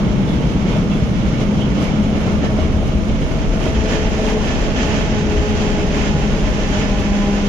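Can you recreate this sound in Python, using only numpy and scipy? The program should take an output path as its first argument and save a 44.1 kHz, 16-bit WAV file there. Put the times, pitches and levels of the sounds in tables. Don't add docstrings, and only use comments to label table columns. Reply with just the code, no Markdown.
import sys
import numpy as np
from scipy import signal
from scipy.fft import rfft, irfft
from scipy.io import wavfile
from scipy.ndimage import uniform_filter1d

SR = 44100
rng = np.random.default_rng(int(sys.argv[2]) if len(sys.argv) > 2 else 0)


def log_audio(samples):
    frames = np.atleast_2d(samples).T
    limited = np.clip(frames, -1, 1)
    pcm = np.round(limited * 32767).astype(np.int16)
    wavfile.write(sys.argv[1], SR, pcm)


N = 329868
TIME = np.arange(N) / SR
FREQS = np.maximum(np.arange(N // 2 + 1) * SR / N, 1)

# frequency in Hz, left-right correlation.
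CAB_LIKENESS = [(40, 0.6), (70, 0.5), (110, 1), (200, 0.78), (450, 0.85), (700, 0.6), (1000, 0.24),
                (1600, -0.05), (9000, 0.07)]
# frequency in Hz, left minus right in dB.
CAB_BALANCE = [(40, 1.5), (100, 2), (200, -0.5), (450, 1), (800, -2.5), (1200, -2.5), (1800, -7),
               (3000, -6.5), (4200, 0), (5800, -5.5), (8000, 0.5), (13000, -4.5)]
# frequency in Hz, relative level in dB.
RUMBLE_EQ = [(10, -17), (20, -9.5), (33, 4.5), (43, -3.5), (53, -3), (67, -2), (90, -6), (112, -11.5),
             (160, -18)]
BOOM_EQ = [(95, -12.5), (114, -5.5), (128, -1), (155, 0), (182, 0.5), (215, -4), (245, -10.5), (300, -14.5)]
ROAR_EQ = [(170, -17), (215, 5), (250, 4), (285, 2.5), (350, -2), (480, -2.5), (560, -4.5), (630, -4),
           (700, -9.5), (850, -10.5), (1050, -16.5), (3000, -27.5)]
WOODWORK_EQ = [(450, -19), (900, -0.5), (1350, 4), (1650, -8), (1950, -5), (2170, 2), (2500, -4),
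               (3150, -0.5), (3600, -7), (4500, -11), (5700, -11), (6800, -15), (7400, -19.5), (8100, -40)]
CHATTER_EQ = [(500, -1.5), (950, -0.5), (1400, -3.5), (2000, -1.5), (2500, -1), (3150, -2), (3650, -7.5),
              (4450, -9.5), (4900, -10.5), (6300, -9), (7000, -12.5), (7500, -19), (8100, -39)]
FITTINGS_EQ = [(5000, 0), (7500, -4.5), (8300, -3.5), (9600, -1.5), (11000, -6.5), (12500, -10),
               (14500, -15)]
HISS_EQ = [(2800, -1.5), (3700, 3), (4500, -4.5), (6000, -1.5), (7000, -6), (7500, -14), (8100, -35)]
# time in seconds, relative level in dB.
RUMBLE_FADER = [(0, -26), (1.9, -26), (2.45, -24), (2.85, -21.5), (3.9, -23.5), (4.5, -23.5), (5.2, -23),
                (6.5, -22.5), (7.48, -24)]
BOOM_FADER = [(0, -18), (1.05, -17.5), (4.35, -25), (5.05, -22.5), (5.45, -25), (6.2, -21.5), (6.7, -25),
              (7.48, -26.5)]
ROAR_FADER = [(0, -23), (1.1, -25), (2.1, -22.5), (3, -25), (4.3, -22.5), (7.48, -24.5)]
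RATTLE_FADER = [(0, -34), (1.15, -34.5), (1.9, -33.5), (3.05, -35.5), (3.5, -33), (3.9, -29.5), (4.7, -29),
                (5.15, -29), (5.8, -30), (6.6, -30), (7.48, -30.5)]
# time in seconds, teeth per second.
MESH_RATE = [(0, 204), (1.5, 208), (2.55, 213), (3.6, 216.5), (4.8, 212.3), (5.8, 207.8), (6.6, 204.5),
             (7.48, 201.3)]
# time in seconds, tooth chatter's share of the rattle from 0 to 1.
GEAR_SLACK = [(0, 0.16), (3.1, 0.25), (3.5, 0.65), (3.9, 1), (7.48, 0.87)]
# base level in dB under drive, the same when slack, pan left in dB.
GEAR_HARMONICS = [(-32.5, -28.5, 1), (-50.5, -36, 0.5), (-45, -38, -0.5), (-68, -44, -4.5), (-70, -50.5, 0)]
# harmonic number, start and end in seconds, boost in dB.
GEAR_SURGES = [(1, 1.09, 2.1, 7), (1, 2.11, 2.55, 5), (1, 5.1, 5.8, 2.5), (1, 6.0, 6.4, 2),
               (1, 7.1, 7.48, 1.5), (2, 3.62, 4.06, 10.5), (2, 4.13, 4.43, 9.5), (2, 4.83, 4.99, 9),
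               (2, 5.17, 5.85, 10), (2, 5.85, 6.4, 6), (2, 7.18, 7.48, 6.5), (3, 3.58, 3.93, 3.5),
               (3, 6.46, 6.95, 5.5), (3, 7.1, 7.3, 4.5), (4, 4.74, 4.9, 5), (4, 6.75, 7.4, 5.5)]
# centre in Hz, width in Hz, boost in dB.
BODY_MODES = [(201.8, 5.4, 9), (652.5, 9.1, 6), (829, 41, 6.5), (1011, 18, 12)]
# centre in Hz, width in Hz, boost in dB.
GEAR_MODES = [(1457, 45, 6.5), (1752, 37, 8), (4890, 98, 6)]
# centre and length in seconds, rattle boost in dB, shiver of the fittings in dB.
TRACK_JOLTS = [(0.313, .08, 1, -57), (0.77, .04, 0.5, -56), (0.93, 0.04, 2.5, -66), (1.418, 0.03, 4, -52),
               (1.603, 0.05, 2, -64), (1.834, 0.064, 2.5, -51), (2.215, 0.046, 0.5, -56),
               (2.293, 0.075, 3, -66), (2.448, 0.035, 5, -66), (2.62, .05, 2.5, -63),
               (2.88, .035, -0.5, -56), (3.092, 0.02, 4, -62), (3.23, 0.033, 1, -55),
               (3.31, .035, 2.5, -65), (3.653, 0.061, 3.5, -53), (3.933, 0.078, 4, -55),
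               (4.21, 0.079, 1, -57), (4.29, 0.066, 3, -52), (4.46, 0.095, 1, -60),
               (4.602, 0.023, 1.5, -57), (4.87, 0.06, -1.2, -55), (4.998, 0.02, -0.5, -59),
               (5.065, 0.04, 0, -54), (5.344, 0.06, 1, -56), (5.63, 0.12, 2.5, -64), (5.96, 0.04, 0.5, -56),
               (6.075, 0.03, 0, -59), (6.34, .08, 1.5, -64), (6.79, 0.15, 1.3, -64), (7.0, 0.033, 1, -55),
               (7.367, 0.067, 2, -64)]
# start and end in seconds, rattle boost in dB.
FRAME_SHUDDERS = [(0.66, 0.796, 2.8), (4.76, 5.03, 3), (5.928, 6.1, 2.5), (6.73, 6.85, 1.6)]
# start in seconds, pitch in Hz, peak in dB.
LOW_THUMPS = [(0.082, 51.5, -16.5), (0.18, 193.4, -12.5), (0.345, 66, -16), (0.45, 49.7, -14.5),
              (0.539, 49.6, -19), (0.68, 46, -20), (0.772, 178, -17), (1.008, 61.7, -18),
              (1.148, 48.7, -18), (1.25, 59, -15.5), (1.68, 55.7, -19), (1.98, 210.7, -14),
              (2.009, 60, -16.5), (2.33, 66.5, -15.5), (2.598, 78.7, -12), (2.736, 68, -13),
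              (2.84, 57, -23.5), (2.945, 205, -16.5), (2.955, 64, -14.5), (3.098, 64.6, -13),
              (3.475, 40.6, -12.5), (3.761, 64, -14.5), (4.051, 32.5, -13), (4.599, 42.7, -17),
              (5.01, 164, -18), (5.367, 65.3, -11), (5.808, 188.5, -20), (6.13, 151, -16), (6.27, 49, -18),
              (6.42, 41, -12), (6.918, 46, -16), (7.07, 52.3, -17)]
# centre and length in seconds, pitch and bandwidth in Hz, level in dB.
METAL_BUZZES = [(0.307, .07, 3500, 500, -41), (.76, 0.065, 906, 100, -36), (.72, 0.065, 2400, 120, -41),
                (0.757, .05, 3550, 300, -42), (0.93, 0.052, 2700, 130, -40), (.94, 0.055, 3400, 90, -44),
                (1.62, 0.067, 3090, 520, -35), (1.88, .07, 2330, 60, -40), (2.46, 0.045, 1760, 90, -38),
                (3.94, .055, 2000, 1400, -33), (4.9, .14, 2600, 1000, -39), (6.0, .08, 2500, 900, -40),
                (6.8, 0.071, 2600, 900, -37)]
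# start in seconds, level in dB.
JOINT_CLUNKS = [(0.76, -18), (1.81, -19), (2.275, -19), (2.585, -13.5), (2.826, -16), (3.08, -26),
                (3.106, -20.5), (3.66, -14.5), (4.365, -19), (5.785, -15)]
# pitch in Hz, relative level in dB, seconds to fall by 60 dB.
TRUCK_MODES = [(300, -1, 0.076), (368, -5.5, 0.066), (448, -2, 0.048), (520, -7, 0.046), (617, -6, 0.095),
               (643, -4, 0.1), (756, -11, .06), (1035, -14, .06), (1400, -16, .05)]


def from_db(db):
    return 10 ** (np.asarray(db) / 20)


def pan(db):
    return from_db(db * np.array([[.5], [-.5]]))


def unit_rms(x):
    return x / np.sqrt(np.mean(x ** 2) + 1e-20)


def over_time(points):
    return np.interp(TIME, *np.transpose(points))


def over_hz(points):
    hz, value = np.transpose(points)
    return np.interp(np.log(FREQS), np.log(hz), value)


def resonance(hz, centre, width):
    return 1 / (1 + (2 * (hz - centre) / width) ** 2)


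def drift(rate_hz):
    return unit_rms(irfft(rfft(rng.standard_normal(N)) / (1 + (FREQS / rate_hz) ** 2), N))


def noise():
    return rng.standard_normal((2, N))


def swell(centre, length):
    return np.exp(-2 * np.minimum(((TIME - centre) / length) ** 2, 20))


def held(start, end, fade_s=0.016):
    return np.clip(.5 + np.minimum(TIME - start, end - TIME) / fade_s, 0, 1)


def steady(x, seconds):
    return x / np.sqrt(uniform_filter1d(np.mean(x ** 2, axis=0), int(seconds * SR)) + 1e-9)


def in_cab(pair, eq, modes=(), left_lead_ms=0):
    gain = from_db(over_hz(eq) + sum(db * resonance(FREQS, hz, width) for hz, width, db in modes))
    low_hz, high_hz = eq[0][0], eq[-1][0]
    gain *= np.minimum(FREQS / low_hz, 1) ** 2 * np.minimum(high_hz / FREQS, 1) ** 4
    alike = np.clip(over_hz(CAB_LIKENESS), -.99, .99)
    mid, side = rfft(pair) * gain * np.sqrt([1 + alike, 1 - alike])
    tilt = from_db(over_hz(CAB_BALANCE) / 2)
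    early = np.exp(2j * np.pi * FREQS * left_lead_ms / 1000)
    out = irfft(np.array([(mid + side) * tilt * early, (mid - side) / tilt]), N)
    return out / np.std(out.mean(axis=0))


def running_gear(sway_db):
    rumble = from_db(over_time(RUMBLE_FADER) + 3) * steady(in_cab(noise(), RUMBLE_EQ), seconds=0.113)
    boom = from_db(over_time(BOOM_FADER) - 0.5) * steady(in_cab(noise(), BOOM_EQ), seconds=0.14)
    roar_db = over_time(ROAR_FADER) + 0.59 * sway_db
    roar = from_db(roar_db) * steady(in_cab(noise(), ROAR_EQ, left_lead_ms=0.011), seconds=0.17)
    return rumble + boom + roar


def gear_whine(mesh_hz, wobble=0.003, flutter_db=1.2, blur=0.1):
    cycles = np.cumsum(mesh_hz * (1 + wobble * drift(7.5))) / SR
    slack = over_time(GEAR_SLACK)
    out = 0
    for k, (driven_db, slack_db, pan_db) in enumerate(GEAR_HARMONICS, 1):
        body_db = sum(db * resonance(k * mesh_hz, hz, width) for hz, width, db in BODY_MODES)
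        surge_db = sum(db * held(start, end) for harmonic, start, end, db in GEAR_SURGES if harmonic == k)
        level_db = driven_db + slack * (slack_db - driven_db) + body_db + surge_db
        shared_flex = drift(12) + 1j * drift(24)
        side_flex = np.array([drift(8.5) + 1j * drift(12) for side in range(2)])
        paths = 1 + blur * k * (.8 * shared_flex + .6 * side_flex)
        tone = unit_rms(np.real(paths * np.exp(2j * np.pi * k * cycles)))
        out += tone * from_db(level_db + flutter_db * drift(18)) * pan(pan_db)
    return out


def wheel_bumps(mesh_hz, teeth_per_turn=75, offset_turns=.98, length_s=0.053):
    turns = np.cumsum(mesh_hz) / SR / teeth_per_turn - offset_turns
    from_bump_s = (turns - np.round(turns)) * teeth_per_turn / mesh_hz
    return np.exp(-2 * (from_bump_s / length_s) ** 2)


def knocks(per_s, spread_db, t60, crack):
    hits = rng.random(N) < per_s / SR
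    energy = hits * from_db(spread_db * np.minimum(rng.exponential(1, N), 3)) ** 2
    age = TIME[:SR // 4]
    decay = from_db(-60 * age / t60) + crack * np.exp(-age / 0.0015)
    power = np.maximum(signal.fftconvolve(energy, decay ** 2), 0)
    power[:len(age) - 1] += power[N:]
    return unit_rms(np.sqrt(power[:N]) * noise())


def loose_parts(per_s, spread_db, t60, crack=1.6, mode_spacing_hz=30, ripple_db=1.8):
    bands = np.array([np.exp(-2 * np.log2(FREQS / hz) ** 2) + 1e-9 for hz in np.geomspace(1000, 6000, 4)])
    mode_hz = np.arange(0, SR / 2, mode_spacing_hz)
    out = 0
    for share in bands / bands.sum(axis=0):
        ripple = from_db(np.interp(FREQS, mode_hz, rng.normal(0, ripple_db, len(mode_hz))))
        out += np.sqrt(share) * ripple * rfft(knocks(per_s, spread_db, t60, crack))
    return irfft(out, N)


def rattle(mesh_hz, sway_db, clump_db=2.1, tooth_depth=0.82):
    slack = over_time(GEAR_SLACK)
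    clumps = from_db(clump_db * drift(14))
    taps = loose_parts(700 * clumps, spread_db=2.8, t60=.19)
    tooth_pulse = 1 + tooth_depth * np.cos(2 * np.pi * np.cumsum(mesh_hz) / SR)
    slaps = loose_parts(1300 * tooth_pulse * clumps, spread_db=2.7, t60=.17)
    woodwork = np.sqrt(1 - slack) * in_cab(taps, WOODWORK_EQ, left_lead_ms=0.31) * from_db(-2.5)
    chatter = np.sqrt(slack) * in_cab(slaps, CHATTER_EQ, GEAR_MODES, left_lead_ms=0.095) * from_db(-2)
    return from_db(over_time(RATTLE_FADER) + sway_db) * (woodwork + chatter)


def fittings(sway_db, bumps, rest_db=-58, slack_lift_db=1.5, bump_db=-64):
    power = from_db(rest_db + 0.41 * sway_db + slack_lift_db * over_time(GEAR_SLACK)) ** 2
    power += (from_db(bump_db) * bumps) ** 2
    power += sum((from_db(db) * swell(at, length)) ** 2 for at, length, _, db in TRACK_JOLTS)
    ticks = knocks(900, spread_db=4.2, t60=0.2, crack=1)
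    return np.sqrt(power) * in_cab(ticks, FITTINGS_EQ)


def rail_hiss(level_db=-49):
    return from_db(level_db) * in_cab(noise(), HISS_EQ)


def low_thumps(rise_s=0.019):
    out = 0
    for start, hz, db in LOW_THUMPS:
        age = np.maximum(TIME - start, 0)
        envelope = age / rise_s * np.exp(1 - np.minimum(age / rise_s, 20))
        out += from_db(db) * envelope * np.sin(2 * np.pi * hz * age)
    return out * pan(db=3.5)


def metal_buzzes():
    out, shaking = 0, rfft(noise())
    for at, length, hz, width, db in METAL_BUZZES:
        ring = irfft(shaking * resonance(FREQS, hz, width), N)
        out += from_db(db) * swell(at, length) * steady(ring, length)
    return out * pan(db=-7)


def joint_clunks(contact_s=0.0019, spread_db=1):
    out, age = np.zeros(N + SR), TIME[:SR // 3]
    attack = 1 - np.exp(-age / contact_s)
    for at, db in JOINT_CLUNKS:
        start = int(at * SR)
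        for hz, mode_db, t60 in TRUCK_MODES:
            strike_db = db + mode_db + spread_db * rng.standard_normal()
            envelope = attack * from_db(strike_db - 60 * age / t60)
            out[start:start + len(age)] += envelope * np.sin(2 * np.pi * (hz * age + rng.random()))
    return out[:N] * pan(db=-1.5)


def scene():
    mesh_hz = over_time(MESH_RATE)
    bumps = wheel_bumps(mesh_hz)
    sway_db = 0.5 * bumps + sum(db * swell(at, length) for at, length, db, _ in TRACK_JOLTS)
    sway_db += sum(db * held(start, end) for start, end, db in FRAME_SHUDDERS)
    bed = running_gear(sway_db) + gear_whine(mesh_hz)
    texture = rattle(mesh_hz, sway_db) + fittings(sway_db, bumps) + rail_hiss()
    return bed + texture + low_thumps() + metal_buzzes() + joint_clunks()


def record(dry, cutoff_hz=14900):
    return signal.sosfilt(signal.ellip(10, .1, 80, cutoff_hz, fs=SR, output="sos"), dry)


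dry = scene()
out = record(dry)
log_audio(out)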